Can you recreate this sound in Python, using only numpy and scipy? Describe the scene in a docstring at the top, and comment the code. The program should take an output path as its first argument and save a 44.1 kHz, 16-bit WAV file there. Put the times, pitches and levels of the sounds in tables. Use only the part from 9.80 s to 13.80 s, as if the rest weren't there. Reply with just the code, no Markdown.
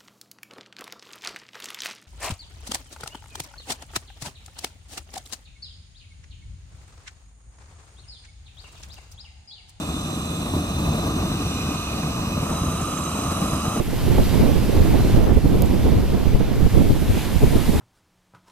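"""Propane torch on a deck

A hand-held torch burns steadily in the open. The loose flame roars and flutters, with a small pop
now and then; on top, the gas jet hisses and rings the steel burner tube, and the boards add a faint
reflection. The microphone starts beside the burner and swings round it, opening up the treble on the right."""
import sys
import numpy as np
from scipy.fft import rfft, irfft, next_fast_len
from scipy.io import wavfile
from scipy.ndimage import map_coordinates

SR = 44100
rng = np.random.default_rng(int(sys.argv[2]) if len(sys.argv) > 2 else 0)


def pcm_store(signal):
    """Save signal as 16-bit PCM."""
    levels = np.round(np.clip(np.atleast_2d(signal), -1, 1) * 32767)
    wavfile.write(sys.argv[1], SR, levels.astype(np.int16).T)


N = 176400


# Fader ride of the roar: t/s, relative level/dB
ROAR_RIDE = [(0, -27.5), (.68, -27), (.78, -24), (.88, -26.5), (1.03, -23), (1.35, -22.5), (1.55, -22.5),
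             (1.75, -25.5), (1.96, -26), (2.04, -28.5), (2.12, -27), (2.42, -24.5), (2.58, -23),
             (2.73, -25), (2.79, -29.5), (2.84, -23.5), (2.95, -24.5), (3.1, -26.5), (3.35, -28),
             (3.45, -25.5), (3.54, -26), (3.62, -23.5), (3.73, -23.5), (3.81, -24), (3.88, -24),
             (3.93, -28.5), (4, -22)]
# EQ of the roar: f/Hz, relative level/dB
ROAR_EQ = [(20, -25), (40, -6), (62, -1.5), (82, 3), (118, -3.5), (150, 2.5), (215, -1), (250, -2),
           (280, -2), (350, -7.5), (430, -18.5), (700, -28.5), (1500, -31.5), (3000, -65)]

def flame_roar(flutter, trim_db=-1, flutter_db=0.97):
    """The loose flame gives the low end: a deep, fluttering rumble, almost mono."""
    ride_db, = curves(ROAR_RIDE)
    rumble = noise(lambda hz: amp(along(ROAR_EQ, hz)))
    return amp(ride_db + trim_db + flutter_db * flutter) * rumble


# Fader ride of the turbulence at the burner mouth: t/s, relative level/dB
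RUSH_RIDE = [(0, -36), (.3, -37.5), (.62, -36.5), (.78, -34.5), (.9, -35), (1.1, -31), (1.55, -34.5),
             (2.05, -36.5), (2.4, -33), (2.7, -32), (3.2, -35.5), (3.7, -30.5), (4, -33)]
# EQ of the rush: f/Hz, relative level/dB
RUSH_EQ = [(150, -52), (350, -8), (450, 3), (500, -2.5), (580, 2.5), (720, 2), (900, -5), (1100, 0),
           (1400, -15), (1800, -14.5), (4000, -25)]
# Stereo placement of the rush: f/Hz, right minus left/dB
RUSH_BALANCE = [(300, 46), (460, 0.5), (600, -9), (900, -5), (1200, -0.5)]

def burner_rush(flutter, trim_db=-1, flutter_db=2.05):
    """Burning gas tears out of the burner mouth and fills the midrange."""
    ride_db, = curves(RUSH_RIDE)
    return amp(ride_db + trim_db + flutter_db * flutter) * panned_noise(RUSH_EQ, RUSH_BALANCE)


# Cue list of the pops: t/s, peak before panning/dB, f/Hz
POP_CUES = [(.767, -13.5, 200), (2.2326, -22, 760), (2.606, -21, 160), (2.715, -15, 150), (2.822, -15, 111),
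            (3.176, -24, 1500), (3.734, -15, 146), (3.883, -12.5, 128)]

def flame_pops():
    """A pocket of gas ignites: one push and pull of air."""
    out, t = np.zeros(N), np.arange(N) / SR
    for cue_s, peak_db, hz in POP_CUES:
        phase = 2 * np.pi * hz * (t - cue_s)
        out -= amp(peak_db) * phase * np.exp((1 - phase ** 2) / 2)
    return out * pan(db=1)


# EQ of the hiss, beside the burner and swung round: f/Hz, relative level/dB
BESIDE_EQ = [(500, -11.5), (1450, -2.5), (1800, -9.5), (2250, -8.5), (2850, 2.5), (3300, -9.5),
             (4100, -0.5), (4650, -10.5), (5600, -8), (6800, -18), (7900, -12), (9000, -18), (10300, -17.5),
             (12000, -13), (13800, -36.0), (15500, -29.5)]
ROUND_EQ = [(500, -13), (1450, -6), (1800, -24), (2250, -5.5), (2850, 2.5), (3300, -4), (4100, -4),
            (4650, -20), (5600, -3.5), (6800, -10), (7900, -6), (9000, -7), (10300, -10), (12000, -13.5),
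            (13800, -29), (15500, -30.5)]
# Stereo placement from the same two angles: f/Hz, right minus left/dB
BESIDE_BALANCE = [(2000, -3.5), (2900, 6), (4400, 9), (5600, 4), (7500, -6), (10000, -7), (15000, -6.5)]
ROUND_BALANCE = [(2000, 0.5), (2900, 4.3), (4400, 0.5), (5600, 6.6), (7500, 10), (10000, 5.8), (15000, 4.0)]

def jet_hiss(blend, beside_db=-38, round_db=-39):
    """The gas jet's colour depends on the angle: an equal-power crossfade of two perspectives."""
    beside = amp(beside_db) * panned_noise(BESIDE_EQ, BESIDE_BALANCE)
    around = amp(round_db) * panned_noise(ROUND_EQ, ROUND_BALANCE)
    return np.sqrt(1 - blend) * beside + np.sqrt(blend) * around


# Resonances of the steel tube: f/Hz, width/Hz
TUBE_MODES = [(1080,110), (1212,75), (1300,65), (2528,70), (3582,95), (3925,95), (4330,130), (4987,85),
              (5840,145), (6040,135), (6322,90), (7515,85), (8335,150), (8871,70), (9400,190), (9930,145),
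              (10912,150), (11660,125), (12600,135), (13470,140), (14740,230)]
# How each one radiates: relative level/dB (beside, halfway, round), right minus left/dB (beside, round)
MODE_RADIATION = [(-48,-44,-41.5,-2,3), (-38.5,-38.5,-37,0,2.5), (-47.5,-50,-37,0,-1.5),
                  (-43.5,-41,-49.5,11,2), (-38.5,-46,-60,-4,-1), (-41.5,-42.5,-44.5,6,-2),
                  (-55,-51,-57,-7,-3), (-56.5,-49.5,-50,-5,7), (-46.5,-48,-59,-8.5,-3),
                  (-50,-44.5,-48.5,6,14), (-45,-53,-42,10,17), (-43.5,-48,-46,27,23), (-40,-55,-44.5,7,21),
                  (-50,-65,-50.5,1.5,8), (-48,-51,-52,0,13), (-58,-66,-66,-4,6), (-47,-61.5,-46.5,6,12),
                  (-56,-50.5,-54.5,-5,19), (-62,-64,-61,-3,1), (-59,-63,-66,-6,7), (-53,-62,-63,5,4)]

def tube_ring(swing, trim_db=-0.5, correlation=0.66, waver_db=1.1, waver_hz=5.9):
    """The jet keeps the tube's resonances ringing; each wavers and radiates in its own direction."""
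    out = np.zeros((2, N))
    for (centre, width), (*levels_db, pan_beside, pan_round) in zip(TUBE_MODES, MODE_RADIATION):
        ring = noise(lambda hz: resonance(hz, centre, width), [(centre, correlation)])
        level_db = np.interp(swing, [0, .5, 1], levels_db) + waver_db * wobble(waver_hz)
        pan_db = pan_beside + swing ** 2 * (pan_round - pan_beside)
        out += ring * amp(trim_db + level_db) * pan(pan_db)
    return out


def resonance(hz, centre, width):
    """Gain of one tube resonance: a peak with steep skirts."""
    detune = (hz - centre) / width
    return 1 / np.sqrt((1 + (2 * detune) ** 2) * (1 + (detune / 2.5) ** 2))


def deck_reflection(pair, echo_s=.0033, echo_db=-16, sway_s=0.0002, sway_hz=0.78):
    """The boards add a weak copy to each side: a light comb filter that drifts as the hand sways."""
    echoes = [delayed(side, echo_s + sway_s * wobble(sway_hz)) for side in pair]
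    return pair + amp(echo_db) * np.array(echoes)


# Stereo width of flame and hiss: f/Hz, left-right correlation (0 wide, 1 mono)
STEREO_CORRELATION = [(100, 1), (300, .98), (600, 0.69), (1200, 1), (2000, 0.73), (3800, 1), (5000, 0),
                      (7000, 0), (10000, 0), (15000, 0)]

def noise(response, correlation=STEREO_CORRELATION):
    """Mid/side noise at rms 1 with a given colour and stereo width."""
    hz = np.fft.rfftfreq(N, 1 / SR)
    spread = np.arccos(np.clip(along(correlation, hz), 0, .992)) / 2
    mid, side = rfft(rng.standard_normal((2, N))) * [np.cos(spread), np.sin(spread)]
    pair = irfft(np.array([mid + side, mid - side]) * response(hz), N)
    return pair / np.sqrt(np.mean(pair ** 2) + 1e-20)


def panned_noise(eq, balance):
    """Noise through an EQ curve, panned frequency by frequency."""
    return noise(lambda hz: amp(along(eq, hz)) * pan(along(balance, hz)))


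def amp(db):
    """Decibels to gain."""
    return 10 ** (np.asarray(db) / 20)


def pan(db):
    """Constant-power left and right gains for right minus left in dB."""
    gains = amp(np.array([-db, db]) / 2).reshape(2, -1)
    return gains / np.sqrt(np.mean(gains ** 2, axis=0))


def along(points, hz):
    """Read (f/Hz, value) breakpoints on a log frequency axis."""
    freqs, values = np.transpose(points)
    return np.interp(np.log(hz + 1), np.log(freqs + 1), values)


def curves(rows):
    """One automation curve for each column after the time."""
    times, *columns = np.transpose(rows)
    return [np.interp(np.arange(N) / SR, times, column) for column in columns]


def wobble(rate_hz):
    """A smooth random modulator with rate_hz knots a second."""
    return map_coordinates(rng.standard_normal(2048), [np.arange(N) * rate_hz / SR], mode="wrap")


def delayed(x, seconds):
    """A variable delay line."""
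    return map_coordinates(x, [np.arange(N) - seconds * SR], order=5, mode="mirror")


# Microphone move: t/s, swing (0 beside the burner, 1 swung round), right-side lag/ms, jet gain/dB
MIC_MOVE = [(0.0, 0.12, 0.17, -3.5), (0.55, 0.0, 0.17, -3.5), (1.1, 0.25, 0.2, -2), (1.5, 0.25, 0.14, -1.0),
            (1.95, 0.58, 0.11, 0.5), (2.55, 0.6, 0.15, -1), (2.72, 0.97, 0.081, -0.5),
            (3.25, 0.97, 0.078, 0.5), (3.65, 0.93, 0.098, 1.5), (4.0, 0.98, 0.08, 0.5)]

def scene():
    """One flutter drives roar and rush together; the burner reaches the right side slightly late."""
    swing, lag_ms, jet_db = curves(MIC_MOVE)
    flutter = wobble(rate_hz=62.25)
    jet = (jet_hiss(blend=swing ** 2) + tube_ring(swing)) * amp(jet_db)
    left, right = deck_reflection(jet) + burner_rush(flutter)
    burner = np.array([left, delayed(right, lag_ms / 1000)])
    return flame_roar(flutter) + flame_pops() + burner


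def record(dry, top_hz=15550):
    """A brick-wall low-pass on the whole mix."""
    padded = next_fast_len(N + SR // 8)
    passband = np.fft.rfftfreq(padded, 1 / SR) < top_hz
    return irfft(rfft(dry, padded) * passband, padded)[..., :N]


dry = scene()
out = record(dry)
pcm_store(out)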